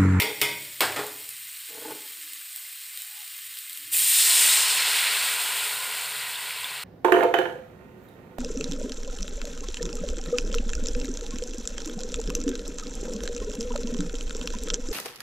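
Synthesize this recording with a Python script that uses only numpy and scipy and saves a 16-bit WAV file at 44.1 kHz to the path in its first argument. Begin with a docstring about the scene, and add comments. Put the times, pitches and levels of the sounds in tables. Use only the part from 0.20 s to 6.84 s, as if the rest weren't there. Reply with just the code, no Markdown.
"""A steel pot clangs, is put down, dragged and lifted beside pork frying quietly in a metal wok on gas.
Blows excite clusters of decaying modes and noise bursts; dragging drives base resonances with random slips.
Fat pops are filtered impulses and short rings, over a low stove rumble, room tone and faint hums.
Then the pot's water splashes in, flashes into loud filtered-noise steam and boils as ringing bubbles,
which settle towards a simmer. Small hard-walled kitchen, one close microphone."""
import sys
import numpy as np
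from scipy import signal
from scipy.fft import rfft, irfft
from scipy.io import wavfile

SR = 44100
rng = np.random.default_rng(int(sys.argv[2]) if len(sys.argv) > 2 else 0)


def dump(signal):
    """Clip the signal to [-1, 1] and save it as 16-bit WAV at the path in sys.argv[1]."""
    limited = np.clip(np.atleast_2d(signal).T, -1, 1)
    pcm = np.round(limited * 32767).astype(np.int16)
    wavfile.write(sys.argv[1], SR, pcm)


N = 292691
TIME = np.arange(N) / SR


def from_db(db):
    """Decibels to gain."""
    return 10 ** (np.asarray(db) / 20)


def rms_one(x):
    """Scale to unit power."""
    return x / np.sqrt(np.mean(x ** 2) + 1e-20)


def at_hz(points, hz):
    """Read a table on a log-frequency axis."""
    f, value = np.transpose(points)
    return np.interp(np.log(np.maximum(hz, 1)), np.log(f), value)


def since(start_s):
    """Seconds gone by since a moment, zero before it."""
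    return np.maximum(TIME - start_s, 0)


def ramp(start_s, takes_s):
    """Straight rise from 0 to 1."""
    return np.minimum(since(start_s) / takes_s, 1)


def drift(turns_per_s):
    """Slow random curve of spread 1."""
    knots = rng.standard_normal(4000)
    return np.interp(TIME * turns_per_s, np.arange(len(knots)), knots) * np.sqrt(3 / 2)


def through(x, response):
    """Pass a sound through an impulse response."""
    return signal.oaconvolve(x, response)[:N]


def colour(x, spectrum, size=4096):
    """Causal (minimum-phase) filter of unit energy with the given spectrum."""
    log_gain = np.log(from_db(at_hz(spectrum, np.fft.rfftfreq(size, 1 / SR))))
    cepstrum = irfft(log_gain)
    cepstrum[1:size // 2] *= 2
    cepstrum[size // 2 + 1:] = 0
    response = irfft(np.exp(rfft(cepstrum)))
    return through(x, response / np.linalg.norm(response))


def ring(x, hz, t60_s):
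    """Decaying mode: a unit click sets a sine of height 1 ringing."""
    r, w = from_db(-60 / (t60_s * SR)), 2 * np.pi * hz / SR
    return signal.lfilter([0, np.sin(w)], [1, -2 * r * np.cos(w), r * r], x + 1e-18)


def resonance(x, hz, width_hz):
    """Band-pass with gain 1 on top."""
    r = np.exp(-np.pi * width_hz / SR)
    zeros = np.array([1, 0, -1]) * (1 - r * r) / 2
    poles = [1, -2 * r * np.cos(2 * np.pi * hz / SR), r * r]
    return signal.lfilter(zeros, poles, x + 1e-18)


def high_pass(order, hz):
    """Butterworth high-pass sections."""
    return signal.butter(order, hz, "high", fs=SR, output="sos")


def clicks(times_s, levels_db):
    """One impulse for each event."""
    out = np.zeros(N)
    at = np.round(np.asarray(times_s) * SR).astype(int)
    out[np.clip(at, 0, N - 1)] = from_db(levels_db)
    return out


def burst(t60_s):
    """Dense train of dying echoes with unit energy."""
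    noise = rng.standard_normal(SR) * from_db(-60 * TIME[:SR] / t60_s)
    return noise / np.linalg.norm(noise)


def rattle(times_s, levels_db, t60_s):
    """Each event sets off a dying noise burst with the energy of its level."""
    r = from_db(-120 / (t60_s * SR))
    power = signal.lfilter([1 - r], [1, -r], clicks(times_s, levels_db) ** 2 + 1e-18)
    return np.sqrt(power) * rng.standard_normal(N)


def grains(per_s, spread_db, largest=3.4):
    """Random pops, many small and a few large; rms 1."""
    sizes = from_db(spread_db * np.minimum(rng.exponential(1, N), largest))
    signed = sizes * rng.choice([-1, 1], N)
    return rms_one(signed * (rng.random(N) < per_s / SR))


def bubbles(per_s, spread_db, cycles, low_hz, high_hz, count):
    """Pops ring a few cycles at one of many pitches, evenly bright overall; rms 1."""
    out = np.zeros(N)
    for hz in np.geomspace(low_hz, high_hz, count):
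        pops = grains(per_s / count, spread_db)
        out += np.sqrt(hz) * rms_one(ring(pops, hz, cycles / hz))
    return rms_one(out)


def sizzle(pops, spectrum, wash_db, wet_db=-4.5):
    """Pops all over the wok; most of their reflections blur into a smooth wash; rms 1."""
    near = through(pops, burst(t60_s=0.08))  # short echo off the bowl
    wash = from_db(wash_db) * rng.standard_normal(N)
    return rms_one(colour(pops + from_db(wet_db) * near + wash, spectrum))


# reverberation: (frequency [Hz], decay time t60 [s])
KITCHEN_T60 = [(100, 0.59), (500, 0.6), (2500, 0.45), (7000, 0.43), (15000, 0.26)]


def kitchen(x, wet_db, first_echo_s=0.005):
    """Hard walls add a diffuse tail to the direct sound; its treble dies first."""
    hz, noise = np.fft.rfftfreq(SR, 1 / SR), rfft(rng.standard_normal(SR))
    centres_hz, t = np.transpose(KITCHEN_T60)[0], TIME[:SR]
    tail = 0
    for (_, t60_s), share in zip(KITCHEN_T60, np.eye(len(centres_hz))):
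        band = irfft(noise * at_hz(np.c_[centres_hz, share], hz), SR)
        tail = tail + band * from_db(-60 * t / t60_s)
    tail = tail * (t > first_echo_s)
    return x + from_db(wet_db) * through(x, tail / np.linalg.norm(tail))


# pot mode clusters: (frequency [Hz], cluster width [Hz], relative level [dB], decay time t60 [s])
POT_MODES = [(204, 12, -21.5, 0.8), (316, 52, -18, 0.89), (585, 70, -19, 0.95), (942, 7.6, -11.5, 0.62),
             (1540, 10, -22.5, 0.68), (1944, 49.4, -11, 0.76), (2106, 77, -1, 0.56), (2223, 21, -6, 0.72),
             (2443, 82, -11.5, 0.9), (2550, 49, -9, 0.65), (3090, 40, -17, 0.64), (3330, 45, -5.5, 0.5),
             (3580, 75, -6, 0.54), (3800, 100, -24, 0.53), (4400, 46, -22, 0.46), (4740, 58, -19, 0.63),
             (4270, 100, -25, 0.62), (4735, 37, -15, 0.76), (5510, 41, -15, 0.71), (6370, 32, -39, .38),
             (7600, 56, -26, .4), (7400, 34, -21.5, .35), (9400, 110, -33, 0.11), (9600, 81, -8.5, .33)]


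def pot_ring(times_s, ring_db, count=5):
    """Nearly equal modes beat; every blow shares its force among them anew."""
    out = np.zeros(N)
    for hz, width_hz, db, t60_s in POT_MODES:
        for offset in np.linspace(-0.5, 0.5, count) + rng.uniform(-0.1, 0.1, count):
            delays_s = rng.uniform(0, 0.004, len(times_s))
            strengths_db = ring_db + db + 2 * rng.standard_normal(len(times_s))
            out += ring(clicks(times_s + delays_s, strengths_db), hz + width_hz * offset, t60_s)
    return out / np.sqrt(count)


# blows on the pot, relative levels:
# (time [s], ring [dB], crack [dB], dull clunk [dB], hollow note [dB])
BLOWS = [(0.0, -24, -5, -14.5, -48), (0.019, -28.5, -8, -12.5, -30.5), (0.2152, -21, -1.5, -8, -30.5),
         (0.6063, -38, -3, -0.5, -39), (0.618, -50, -18, 1.5, -54), (0.721, -56, -21, -17, -61),
         (0.762, -58, -25, -4.5, -46), (0.791, -62, -34, -11, -31), (0.883, -66, -48, -34, -47)]
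# crack and clunk spectra: (frequency [Hz], relative density [dB per Hz])
CRACK_SPECTRUM = [(200, -14), (1200, -19.5), (2200, 9.5), (4200, 3), (5300, 2), (6000, -5), (8000, -1.5),
                  (9500, -0.5), (10500, -2.5), (11500, -2.5), (14000, 4), (16000, 1)]
CLUNK_SPECTRUM = [(40, -47), (75, -35), (130, -4.5), (185, -22), (290, -1.5), (450, -3), (620, 0.5),
                  (1150, -1), (1700, -1), (3000, -8.5), (4600, -11), (6100, -19.5), (8300, -10),
                  (10700, -20), (15500, -25)]
HOLLOW_HZ, HOLLOW_T60_S = 419.5, 0.51  # a lone low mode
CONTACT_DB = -7.5  # first metal contact, relative to the crack


def pot_blows():
    """Each contact cracks, rings the steel and thumps whatever the pot stands on."""
    s, ring_db, crack_db, clunk_db, hollow_db = np.transpose(BLOWS)
    contact = clicks(s, crack_db + CONTACT_DB)
    crack = colour(rattle(s, crack_db, t60_s=0.041) + contact, CRACK_SPECTRUM)
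    clunk = colour(rattle(s, clunk_db, t60_s=0.24), CLUNK_SPECTRUM)
    hollow = ring(clicks(s, hollow_db), HOLLOW_HZ, HOLLOW_T60_S)
    steel = hollow + from_db(-3.5) * pot_ring(s, ring_db)
    crack = from_db(12) * kitchen(crack, wet_db=-4)
    return steel + crack + from_db(7) * kitchen(clunk, wet_db=-6.5)


# slides of the pot on its base: (time [s], length [s], final level [dB])
SLIDES = [(0.0, 0.095, -36), (0.794, 0.0092, -35.5), (1.0, 0.03, -60), (1.495, 0.23, -38)]
SLIDE_GRIP_DB_PER_S, SLIDE_SWELL_DB_PER_S, SLIDE_STOP_DB_PER_S = 1100, 61, 300


def sliding():
    """Friction gain: each slide grips quickly, presses harder and stops short."""
    gain = 0
    for s, length_s, db in SLIDES:
        grip_db = SLIDE_GRIP_DB_PER_S * np.maximum(s - TIME, 0)
        swell_db = SLIDE_SWELL_DB_PER_S * np.maximum(s + length_s - TIME, 0)
        stop_db = SLIDE_STOP_DB_PER_S * since(s + length_s)
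        gain = gain + from_db(db - grip_db - swell_db - stop_db)
    return gain + 1e-18


# modes of the pot resting on its base: (frequency [Hz], width [Hz], relative level [dB])
BASE_MODES = [(315.5, 20, -5.5), (444, 38, 1), (618, 48, -10.5), (837, 39, -4.5), (1056, 44, -25.5),
              (1440, 100, -17.5), (3150, 500, -36.5)]


def pot_drag():
    """The base sticks and slips unevenly, which makes the pot groan."""
    slips = grains(per_s=700, spread_db=3.5)
    groan = rms_one(sum(from_db(db) * resonance(slips, hz, width) for hz, width, db in BASE_MODES))
    return kitchen(groan * sliding(), wet_db=-8.5)


# frying spectrum: (frequency [Hz], relative density [dB per Hz])
FAT_SPECTRUM = [(300, -48), (550, -32), (800, -27), (1100, -11.5), (1400, -10.5), (1850, -4), (3000, -2),
                (4500, -2.5), (6100, -11), (7500, -2), (8900, 2), (10700, -8), (12500, -2.5), (15500, 0.5)]
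# steady until the rising water covers all but the rim of the fat
FRY_DB, FRY_COVERED_S, FRY_COVER_TAKES_S, FRY_COVER_LOSS_DB = -37.5, 4.0, 0.6, 14


def frying():
    """Tiny steam pockets burst in the fat, as dry clicks and short rings."""
    dry_pops = grains(per_s=2400, spread_db=3.5, largest=5.0)
    ringing = bubbles(per_s=2200, spread_db=2.5, cycles=39.0, low_hz=1473, high_hz=15930, count=36)
    pops = dry_pops + from_db(-1.5) * ringing
    fry_db = FRY_DB - FRY_COVER_LOSS_DB * ramp(FRY_COVERED_S, FRY_COVER_TAKES_S)
    return sizzle(pops, FAT_SPECTRUM, wash_db=2.0) * from_db(fry_db + 0.27 * drift(30.14))


# stove rumble spectrum: (frequency [Hz], relative density [dB per Hz])
FLAME_SPECTRUM = [(25, 6.5), (55, -19), (100, 2), (120, -8), (138, 6.5), (170, -14), (300, -21), (700, -21),
                  (2000, -37.5)]
# rumble at rest, and relative to the blows, slides and bubbling that shake it
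STOVE_DB, STOVE_BLOW_DB, STOVE_SLIDE_DB, STOVE_BOIL_DB = -87.5, -46.5, -18, -19
STOVE_FOLLOWS_BLOW, STOVE_FALL_DB_PER_S = 0.35, 32.5  # share of crack dB followed; decay


def stove_shake():
    """Rumble gain, raised by blows, slides and the bubbling pool."""
    s, _, crack_db, _, _ = np.transpose(BLOWS)
    knocks = []
    for at_s, db in zip(s, crack_db):
        knock_db = STOVE_BLOW_DB + STOVE_FOLLOWS_BLOW * db - STOVE_FALL_DB_PER_S * since(at_s)
        knocks.append((TIME >= at_s) * from_db(knock_db))
    dragged = from_db(STOVE_SLIDE_DB) * sliding()
    boiling_db = STOVE_BOIL_DB + LOW_DB + build_up(LOW_RISE_DB, LOW_RISE_S)
    boiling = from_db(boiling_db) * ramp(WATER_LANDS_S, WETTING_S)
    return np.sqrt(from_db(STOVE_DB) ** 2 + np.max(knocks, axis=0) ** 2 + dragged ** 2 + boiling ** 2)


def stove_rumble():
    """Low-coloured noise, louder while the stove is shaken."""
    return rms_one(colour(rng.standard_normal(N), FLAME_SPECTRUM)) * stove_shake()


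# room tone spectrum: (frequency [Hz], relative density [dB per Hz])
ROOM_SPECTRUM = [(30, 0), (100, -16.5), (400, -24), (2000, -35.5)]
ROOM_TONE_DB = -74.5


def room_tone():
    """The quiet of the kitchen: steady, bass-heavy noise."""
    return from_db(ROOM_TONE_DB) * rms_one(colour(rng.standard_normal(N), ROOM_SPECTRUM))


# single spits of fat: (time [s], relative level [dB], treble over middle [dB])
SPITS = [(0.204, -20, -14), (0.867, -19, 11), (1.091, -18, 15), (2.013, -23, -13), (2.1337, -17, 3),
         (2.361, -16.5, 6), (2.774, -13.5, 0), (2.82, -15.5, 10), (3.19, -24, -16), (3.371, -19.5, -6),
         (3.3878, -15, 4), (3.4962, -17, 3), (3.53, -17, 8), (3.574, -15.5, 2)]


def spits():
    """Larger bursts of fat, each a short noise in a middle and a treble band."""
    s, db, bright_db = np.transpose(SPITS)
    middle = resonance(rattle(s, db - bright_db / 2, t60_s=0.009), 3300, 2200)
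    treble = resonance(rattle(s, db + bright_db / 2, t60_s=0.010), 11700, 6000)
    return from_db(9.0) * kitchen(colour(middle + treble, FAT_SPECTRUM), wet_db=-4)


# faint low hums: (time [s], length [s], frequency [Hz], level before fading in and out [dB])
HUMS = [(1.88, 0.35, 298, -67.5), (2.14, 0.47, 730, -74.5), (2.667, 0.52, 747, -70.5),
        (2.74, 0.1, 109, -78), (2.895, 0.16, 855, -62), (3.05, 0.4, 105, -72), (3.537, 0.25, 290, -67),
        (3.55, 0.36, 110, -69)]


def hums():
    """Narrow-band noise swells and fades along half a sine."""
    out = np.zeros(N)
    for s, length_s, hz, db in HUMS:
        tone = rms_one(resonance(resonance(rng.standard_normal(N), hz, 55), hz, 55))
        out += from_db(db) * tone * np.sin(np.pi * np.clip((TIME - s) / length_s, 0, 1))
    return out


WATER_LANDS_S, WETTING_S = 3.711, 0.029


def build_up(rise_db, rise_s):
    """Level in dB that climbs to 0 once the water has landed."""
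    return rise_db * (ramp(WATER_LANDS_S, rise_s) - 1)


def swell(rise_db, rise_s, hold_s, fall_db_per_s):
    """Attack, hold and release in dB, counted from the water's landing."""
    return build_up(rise_db, rise_s) - fall_db_per_s * since(WATER_LANDS_S + rise_s + hold_s)


# splash spectrum: (frequency [Hz], relative density [dB per Hz])
DROPLET_SPECTRUM = [(900, -43), (2500, -10), (4200, 3), (5300, 3.5), (6100, -5), (7400, -1), (9500, -12),
                    (15000, -29)]
SPLASH_DB, SPLASH_RISE_DB, SPLASH_RISE_S = -27.5, 15, 0.29
SPLASH_HOLD_S, SPLASH_FALL_DB_PER_S = 0.38, 20


def stream_level():
    """The stream splashes on bare metal, then is cushioned by the pool; dB."""
    return swell(SPLASH_RISE_DB, SPLASH_RISE_S, SPLASH_HOLD_S, SPLASH_FALL_DB_PER_S)


def splash(stream_db):
    """Droplets of many sizes strike as coloured pops."""
    drops = sizzle(grains(per_s=5000, spread_db=6.0), DROPLET_SPECTRUM, wash_db=-17)
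    return drops * from_db(SPLASH_DB + stream_db + 0.71 * drift(21.97))


# steam spectrum: (frequency [Hz], relative density [dB per Hz])
STEAM_SPECTRUM = [(530, -55), (1000, -38), (1500, -18), (2300, -8), (3000, -6), (4400, -6.5), (6100, -12),
                  (7500, 1), (8300, -0.5), (9300, -0.5), (10700, -8.5), (12500, -7.5), (15000, -3),
                  (15600, -17.5)]
# builds on the hot spot, drops when it is quenched, fades as the metal cools
STEAM_DB, STEAM_RISE_DB, STEAM_RISE_S = -17.5, 7, 0.27
QUENCH_S, QUENCH_TAKES_S, QUENCH_LOSS_DB, COOLING_DB_PER_S = 4.31, 0.18, 5.5, 8
# finest spray: top-octave lift, extra at first touch, loss under full splashing
SPRAY_FROM_HZ, SPRAY_DB, FIRST_SPRAY_DB, FIRST_SPRAY_S, SMOTHER_DB = 9700, 2.5, 5, 0.95, 7


def steam_level():
    """Flash, quench and slow cooling, in dB."""
    quench_db = QUENCH_LOSS_DB * ramp(QUENCH_S, QUENCH_TAKES_S)
    cooling_db = COOLING_DB_PER_S * since(QUENCH_S)
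    return STEAM_DB + build_up(STEAM_RISE_DB, STEAM_RISE_S) - quench_db - cooling_db


def steam(stream_db):
    """Water flashes on hot metal; the splashing smothers the finest spray."""
    first_db = FIRST_SPRAY_DB * (1 - ramp(WATER_LANDS_S, FIRST_SPRAY_S))
    spray_db = SPRAY_DB + first_db - SMOTHER_DB * from_db(stream_db)
    hiss = sizzle(grains(per_s=12000, spread_db=4.0), STEAM_SPECTRUM, wash_db=-3.0)
    top = signal.sosfiltfilt(high_pass(3, SPRAY_FROM_HZ), hiss)
    return (hiss + top * (from_db(spray_db) - 1)) * from_db(steam_level() + 0.71 * drift(35))


# the last of the water leaves the pot in one gush, which stirs up the pool
GUSH_S, GUSH_WIDTH_S, GUSH_DB = 4.89, 0.19, 2


def gush():
    """Brief hump in dB as the pot is tipped right over."""
    return GUSH_DB * np.exp(-((TIME - GUSH_S) / GUSH_WIDTH_S) ** 2)


# boil spectrum: (frequency [Hz], relative density [dB per Hz])
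BOIL_SPECTRUM = [(400, -33.5), (800, -8), (1300, -6), (1700, -0.5), (2700, 1.5), (4500, -1), (6000, -17),
                 (8000, -13), (15000, -27)]
BOIL_DB, BOIL_RISE_DB, BOIL_RISE_S = -26.5, 17.5, 0.54
SETTLE_FROM_S, SETTLE_TIME_S, SIMMER_LOSS_DB = 4.81, 1.24, 12.5


def boil_level():
    """Builds as the pool forms, holds, then relaxes towards a simmer; dB."""
    settled = 1 - np.exp(-since(SETTLE_FROM_S) / SETTLE_TIME_S)
    return BOIL_DB + build_up(BOIL_RISE_DB, BOIL_RISE_S) + gush() - SIMMER_LOSS_DB * settled


def boil():
    """Dense small bubbles ring at many pitches."""
    pops = bubbles(per_s=5200, spread_db=3.0, cycles=16.4, low_hz=562, high_hz=10460, count=48)
    return sizzle(pops, BOIL_SPECTRUM, wash_db=2.0) * from_db(boil_level() + 0.54 * drift(25))


# large-bubble spectrum: (frequency [Hz], relative density [dB per Hz])
BUBBLING_SPECTRUM = [(80, -53), (170, -16), (300, -14.5), (450, 2), (700, 6), (1000, 2), (1500, 6.5),
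                     (3000, -50)]
# modes of the wok and the air in it: (frequency [Hz], width [Hz], relative level [dB])
WOK_MODES = [(223.3, 29, 11.5), (300, 17, 7.5), (424.6, 17, 9), (718, 21, -1), (1023, 62, 10),
             (1443, 51, 12.5)]
LOW_DB, LOW_RISE_DB, LOW_RISE_S, LOW_HOLD_S, LOW_FALL_DB_PER_S = -40, 23, 0.45, 1.14, 6


def low_bubbling():
    """Large bubbles need some depth of water, outlast the pour and shake the wok."""
    pops = bubbles(per_s=2000, spread_db=0.5, cycles=7.4, low_hz=157, high_hz=1755, count=28)
    low = sizzle(pops, BUBBLING_SPECTRUM, wash_db=2)
    shaken = sum(from_db(db) * resonance(low, hz, width) for hz, width, db in WOK_MODES)
    low_db = LOW_DB + swell(LOW_RISE_DB, LOW_RISE_S, LOW_HOLD_S, LOW_FALL_DB_PER_S)
    return rms_one(low + shaken) * from_db(low_db)


def water():
    """Splash and steam come first; as the pool deepens, larger and lower bubbles take over."""
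    stream_db = stream_level()
    wetted = ramp(WATER_LANDS_S, WETTING_S)
    return wetted * (splash(stream_db) + steam(stream_db) + boil() + low_bubbling())


# large drops and bubbles in the broth: (time [s], level [dB], frequency [Hz])
PLOPS = [(3.746, -22, 2500), (3.819, -23, 3200), (6.157, -23.5, 3630), (6.444, -19, 3480),
         (6.516, -32, 1020)]


def plops():
    """A few large air pockets ring briefly."""
    cycles = 55.0  # ringing time to -60 dB
    pockets = sum(ring(clicks([s], [db]), hz, cycles / hz) for s, db, hz in PLOPS)
    return kitchen(pockets, wet_db=-9.0)


def scene():
    """Everything reaches one microphone, the same in both channels."""
    pot = pot_blows() + pot_drag()
    background = stove_rumble() + room_tone() + hums()
    mono = pot + frying() + spits() + background + water() + plops()
    return np.array([mono, mono])


BASS_CUT_HZ, CUTOFF_HZ = 97, 15550


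def record(dry):
    """The small microphone loses the deep bass; peaks are rounded and the top is cut."""
    thin = signal.sosfilt(high_pass(2, BASS_CUT_HZ), dry)
    rounded = 0.91 * np.tanh(thin / 0.92)
    return signal.sosfilt(signal.ellip(14, 0.1, 70, CUTOFF_HZ, fs=SR, output="sos"), rounded)


dry = scene()
out = record(dry)
dump(out)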